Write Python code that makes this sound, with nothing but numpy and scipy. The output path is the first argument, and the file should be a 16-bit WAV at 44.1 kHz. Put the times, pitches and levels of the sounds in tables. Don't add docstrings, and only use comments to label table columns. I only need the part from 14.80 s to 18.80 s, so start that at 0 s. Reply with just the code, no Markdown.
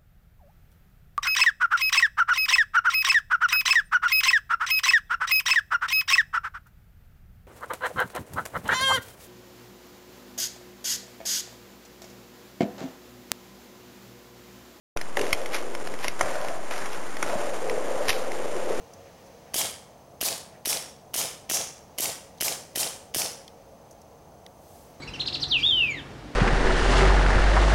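import sys
import numpy as np
from scipy import signal
from scipy.fft import rfft, irfft
from scipy.io import wavfile

SR = 44100
rng = np.random.default_rng(int(sys.argv[2]) if len(sys.argv) > 2 else 0)


def wav_record(signal):
    frames = np.transpose(np.atleast_2d(signal))
    bounded = np.clip(frames, -1, 1)
    quanta = np.round(bounded * 32767).astype(np.int16)
    wavfile.write(sys.argv[1], SR, quanta)


N = 176400
T = np.arange(N) / SR
LEAD_S = .008
HIT_T = T[:SR // 20] - LEAD_S

# t/s, f/Hz
WHEEL_PITCH = [(.37, 480), (.44, 500), (.6, 516), (.9, 443), (1.3, 476), (1.45, 580), (1.72, 646),
               (1.95, 527), (2.33, 482), (2.47, 590), (2.55, 624), (2.75, 505), (2.96, 504), (3.1, 520),
               (3.21, 542), (3.3, 482), (3.42, 493), (3.65, 470), (3.88, 498), (4, 450)]
# t/s, level/dB
HUM_LEVEL = [(.17, -49), (.36, -75), (.378, -29.5), (.49, -35), (.9, -39), (1.12, -45), (1.395, -53),
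             (1.42, -33.5), (1.69, -35), (1.77, -41.5), (2.41, -46.5), (2.51, -29.5), (2.79, -36),
             (2.87, -32), (2.98, -31.5), (3.03, -33), (3.11, -32), (3.25, -32), (3.62, -34), (3.84, -33),
             (3.91, -31), (4, -33.5)]
# t/s, level/dB
GRIT_LEVEL = [(.17, -40.5), (.35, -39.5), (.385, -32.5), (.5, -35.5), (.66, -39), (.86, -39), (1.12, -38),
              (1.38, -41), (1.43, -33.5), (1.6, -41.5), (1.68, -38), (1.79, -39.5), (1.98, -39),
              (2.28, -38.5), (2.41, -37), (2.45, -34), (2.75, -35.5), (3.4, -36.5), (4, -35)]
# t/s, level/dB
RASP_LEVEL = [(.17, -46), (.4, -58), (.7, -58), (1.35, -43.5), (1.44, -36), (1.7, -39.5), (1.82, -48.5),
              (1.95, -36), (2.35, -44.5), (2.52, -38.5), (2.8, -48), (3.25, -37.5), (4, -55)]
# t/s, slap/dB, wheel f/Hz, thud/dB, boom/dB
LANDINGS = [(.3715, -22.5, 497, -23, -50), (1.4105, -16.5, 650, -21.5, -45.5),
            (2.4272, -21, 475, -29, -42.5)]
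# t/s, crack/dB, shell f/Hz, shell/dB, thud/dB
CLACKS = [(0.1728, -30, 2020, -42, -35), (0.214, -33.5, 1840, -33, -35.5), (0.3934, -29, 2070, -35, -34),
          (.4142, -31, 2780, -31.5, -48), (0.53, -17.5, 2080, -17.5, -32), (0.66, -36, 2060, -35, -40),
          (.951, -35, 2100, -36.5, -33.5), (1.0738, -38, 1750, -36, -33), (1.1398, -44, 1910, -38.5, -55),
          (1.2502, -38, 1800, -39, -29.5), (1.282, -27, 2120, -26.5, -33.5), (1.3941, -38, 1430, -37, -50),
          (1.556, -39, 1820, -35, -34), (1.685, -38.5, 2000, -35, -40), (1.911, -40, 2450, -39.5, -32.5),
          (2.059, -37, 2120, -38, -39), (2.3693, -39, 1890, -36, -38), (2.4984, -40, 1920, -38, -37),
          (2.898, -34, 2070, -31, -55), (3.5192, -38, 2110, -37, -56)]
# peak t/s, level/dB, rise/s, decay/s
SCUFFS = [(.43, -40.5, 0.037, 0.14), (0.747, -27.5, 0.014, 0.03), (1.245, -34.5, 0.03, 0.045),
          (1.5, -44, 0.052, 0.21), (1.909, -36.5, 0.0018, 0.087), (2.13, -42.5, 0.017, 0.043)]
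# t/s, level/dB, shell f/Hz, shell/dB
RAIL_HITS = [(3.2838, -24.5, 1900, -30), (3.2924, -23, 1820, -29.5), (3.2952, -23, 1910, -22),
             (3.2981, -27, 2100, -39), (3.304, -24, 2580, -25), (3.3303, -32.5, 2000, -34)]
# t/s, f/Hz, level/dB
BUMPS = [(.411, 406, -24), (.438, 430, -30), (1.648, 653, -29), (2.535, 660, -24.5), (2.557, 208, -31),
         (2.911, 480, -27), (2.931, 435, -27), (2.979, 498, -22), (3.165, 534, -27.5), (3.209, 590, -24),
         (3.372, 517, -29), (3.908, 425, -28)]
# t/s, level/dB
TICKS = [(.3708, -27.5), (.4395, -45), (.455, -39), (.4675, -34), (.508, -37), (.617, -40), (.7456, -29.5),
         (1.19, -39), (1.2125, -41), (1.233, -41), (1.2446, -26), (1.484, -38), (1.615, -41),
         (1.649, -39.5), (1.963, -38), (1.98, -37), (2.132, -40)]

# pitch ratio, gain/dB
SHELL_MODES = [(1.001, 9), (1.21, -1), (1.6, -9), (2.72, -5.5)]
# pitch ratio, gain/dB
WHEEL_MODES = [(.58, -7.5), (1, 3), (1.55, -4.5), (2.2, -2.5)]
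# f/Hz, gain/dB, t60/s
RAIL_MODES = [(1860, -4, 0.19), (2000, -6, .15), (2380, -10, 0.34), (2680, -6, .18), (3000, -7, 0.27),
              (3148, -7, .2), (3865, -10, .35), (4000, -11, .28), (4120, -10, 0.24), (4857, -10, .16),
              (5372, -10, .22), (5840, -13, .3)]

# f/Hz, gain/dB
GRIT_EQ = [(40, -64.5), (150, -12.5), (300, 7.5), (900, 2.5), (1300, -0.5), (2100, -4), (3000, -8.5),
           (4200, -14.5), (6300, -12), (7600, -10)]
# f/Hz, gain/dB
RASP_EQ = [(40, -38), (450, -15.5), (800, 2.5), (1300, 0), (2000, -4.5), (2800, -21.5), (7600, -15)]
# f/Hz, gain/dB
RUMBLE_EQ = [(20, 1), (60, -18), (110, 4.5), (200, 10), (330, -5), (600, 4.5), (1500, -12), (7600, -53)]
# f/Hz, gain/dB
SLAP_EQ = [(40, -8), (200, -9), (620, 7.5), (1100, 3.5), (1600, 9), (2200, 4), (2550, -6), (3500, -8.5),
           (4600, -14.5), (6200, -2), (7600, -13)]
# f/Hz, gain/dB
CLACK_EQ = [(40, -41), (400, -2.5), (1100, 1), (1500, 2.5), (2050, 8), (2600, 6.5), (3200, 3), (4600, -.5),
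            (5800, 3.5), (7600, -10)]
# f/Hz, gain/dB
SCUFF_EQ = [(40, -71), (400, 0.5), (1000, 0.5), (2000, 3), (2800, -0.5), (4000, -7), (5600, -5),
            (7600, -16.5)]
# f/Hz, gain/dB
KNOCK_EQ = [(40, -35), (500, -0.5), (1400, -1.5), (1950, 6), (2700, 5), (3200, 2), (4300, -1), (6100, 2.5),
            (6700, -11)]
# f/Hz, gain/dB
SCRAPE_EQ = [(40, -45), (900, -19), (1900, 1), (2700, 1), (4200, 1), (5800, -1), (7600, -30)]
# f/Hz, gain/dB
IMAGE_EQ = [(40, 8), (8500, -1), (9500, -3), (10800, -5), (11500, -8), (12100, -11), (14000, -2)]


def rolling(rumble_db=-50):
    hz = curve(WHEEL_PITCH) * (1 + .019 * waver(rate_hz=12))
    hum = resonate(paving(), hz, width_hz=204)
    hum = unit(resonate(hum, hz, width_hz=374)) * amp(curve(HUM_LEVEL))
    stones = paving() * amp(waver(rate_hz=38))
    grit = unit(colour(stones, GRIT_EQ)) * amp(curve(GRIT_LEVEL))
    rasp = unit(colour(paving(), RASP_EQ)) * amp(curve(RASP_LEVEL) + 1.2 * waver(rate_hz=67))
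    rumble = unit(colour(paving(), RUMBLE_EQ)) * amp(rumble_db + 2.1 * waver(rate_hz=45))
    return hum + grit + rasp + rumble


def paving(stone_share=.67):
    stones = impulses(per_s=1300, spread_db=1.53, max_spreads=5)
    return np.sqrt(stone_share) * stones + np.sqrt(1 - stone_share) * rng.standard_normal(N)


def landings(boom_hz=124, width_hz=250, rise_s=.013):
    out = np.zeros(N)
    boom = unit(resonate(resonate(paving(), boom_hz, width_hz), boom_hz, width_hz))
    for s, slap_db, hz, thud_db, boom_db in LANDINGS:
        slap = amp(slap_db) * crack(SLAP_EQ, decay_s=.003)
        add(out, s - LEAD_S, slap + amp(thud_db) * wheel_thud(hz))
        out += boom * swell(s + 2 * rise_s, boom_db, rise_s, decay_s=.06) * (T > s)
    return out


def clacks():
    out = np.zeros(N)
    for s, crack_db, shell_hz, shell_db, thud_db in CLACKS:
        snap = amp(crack_db) * (crack(CLACK_EQ, decay_s=.0023) + amp(-12.5) * low_thump())
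        shell = amp(shell_db) * shell_ring(shell_hz)
        thud = amp(thud_db) * wheel_thud(hz=647)
        add(out, s - LEAD_S, snap + shell + thud)
    return out


def scuffs():
    slips = impulses(per_s=1100, spread_db=2, max_spreads=3)
    friction = unit(colour(slips + amp(-2.5) * paving(), SCUFF_EQ))
    return friction * sum(swell(*row) for row in SCUFFS)


def rail(ring_gain_db=-15.5):
    out, t = np.zeros(N), T[:SR // 2]
    for s, db, shell_hz, shell_db in RAIL_HITS:
        steel = sum(amp(mode_db - 60 * t / t60_s) * sine(hz, t) for hz, mode_db, t60_s in RAIL_MODES)
        knock = crack(KNOCK_EQ, decay_s=.0016) + amp(-16) * low_thump()
        add(out, s - LEAD_S, amp(db) * knock + amp(shell_db) * shell_ring(shell_hz))
        add(out, s, amp(db + ring_gain_db) * steel)
    scrape = unit(colour(paving(), SCRAPE_EQ) * amp(waver(rate_hz=330)))
    return out + scrape * swell(peak_s=3.31, db=-35, rise_s=.04, decay_s=.062)


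def bumps():
    out = np.zeros(N)
    for s, hz, db in BUMPS:
        add(out, s - LEAD_S, amp(db) * ring(hz, decay_s=.0064))
    return out


def ticks():
    out = np.zeros(N)
    for s, db in TICKS:
        add(out, s - LEAD_S, amp(db) * crack(SCUFF_EQ, decay_s=.00068))
    return out


def shell_ring(hz):
    return ring(hz, decay_s=.001, modes=SHELL_MODES)


def wheel_thud(hz):
    return ring(hz, decay_s=.0025, modes=WHEEL_MODES)


def low_thump():
    return ring(hz=42, decay_s=.0095)


def crack(eq, decay_s, echo_s=.00095, echo_db=-3):
    burst = rfft(strike(decay_s) * rng.standard_normal(len(HIT_T)))
    burst /= abs(burst) ** (1 / 3)
    delay_s = echo_s * rng.uniform(.85, 1.15)
    hz = np.fft.rfftfreq(len(HIT_T), 1 / SR)
    echo = amp(echo_db) * np.exp(-2j * np.pi * hz * delay_s)
    return unit_hit(colour(irfft((1 + echo) * burst, len(HIT_T)), eq))


def ring(hz, decay_s, modes=((1, 0),)):
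    return unit_hit(strike(decay_s) * sum(amp(db) * sine(hz * ratio, HIT_T) for ratio, db in modes))


def strike(decay_s, rise_s=.00072):
    return np.exp(-np.maximum(-HIT_T / rise_s, HIT_T / decay_s))


def park(x, wet_db=-17, t60_s=.072, echoes_per_s=2000, predelay_s=.004):
    t = T[:SR // 2]
    echoes = rng.standard_normal(len(t)) * (rng.random(len(t)) < echoes_per_s / SR)
    tail = echoes * (t > predelay_s) * amp(-60 * t / t60_s)
    return x + amp(wet_db) * signal.fftconvolve(x, tail / np.linalg.norm(tail))[:N]


def impulses(per_s, spread_db, max_spreads):
    size = amp(spread_db * np.minimum(rng.exponential(1, N), max_spreads))
    return unit(size * rng.choice([-1, 1], N) * (rng.random(N) < per_s / SR))


def sine(hz, t):
    return np.sin(2 * np.pi * (hz * t + rng.random()))


def swell(peak_s, db, rise_s, decay_s):
    return amp(db) * np.exp(-np.maximum((peak_s - T) / rise_s, (T - peak_s) / decay_s))


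def waver(rate_hz):
    hz = np.fft.rfftfreq(N, 1 / SR)
    return unit(irfft(rfft(rng.standard_normal(N)) / (1 + (hz / rate_hz) ** 2) ** 2, N))


def resonate(x, hz, width_hz):
    carrier = np.exp(2j * np.pi * np.cumsum(hz * np.ones(len(x))) / SR)
    pole = np.exp(-np.pi * width_hz / SR)
    return 2 * (carrier * signal.lfilter([1 - pole], [1, -pole], x / carrier + 1e-18)).real


def colour(x, eq):
    hz, db = np.transpose(eq)
    bins_hz = abs(np.fft.fftfreq(2048, 1 / SR)) + 1
    log_gain = np.log(amp(np.interp(np.log(bins_hz), np.log(hz), db)))
    taps = np.fft.ifft(np.exp(np.conj(signal.hilbert(log_gain)))).real
    return signal.fftconvolve(x, taps)[:len(x)]


def lowpass(x, hz):
    return signal.fftconvolve(x, signal.firwin(701, hz, window=("kaiser", 8), fs=SR), "same")


def curve(points):
    return np.interp(T, *np.transpose(points))


def add(mix, start_s, sound):
    part = mix[max(round(start_s * SR), 0):][:len(sound)]
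    part += sound[:len(part)]


def amp(db):
    return 10 ** (np.asarray(db) / 20)


def unit(x):
    return x / np.sqrt(np.mean(x ** 2) + 1e-20)


def unit_hit(x, span_s=.006):
    return x / np.sqrt(np.sum(x ** 2) / (span_s * SR) + 1e-20)


def scene():
    return park(rolling() + scuffs() + landings() + clacks() + ticks() + bumps() + rail())[None]


def record(dry, start_s=.1655, dc_offset=-.059, ceiling=.5, sample_hz=16000):
    x = lowpass(ceiling * np.tanh(dry[0] / ceiling), hz=7660)
    image = colour(x * 2 * np.cos(2 * np.pi * sample_hz * T), IMAGE_EQ)
    x = (x + image + dc_offset) * (T > start_s)
    pop = amp(-27) * ring(hz=485, decay_s=.00027)
    add(x, start_s - LEAD_S, pop)
    return lowpass(x, hz=12900)[None]


dry = scene()
out = record(dry)
wav_record(out)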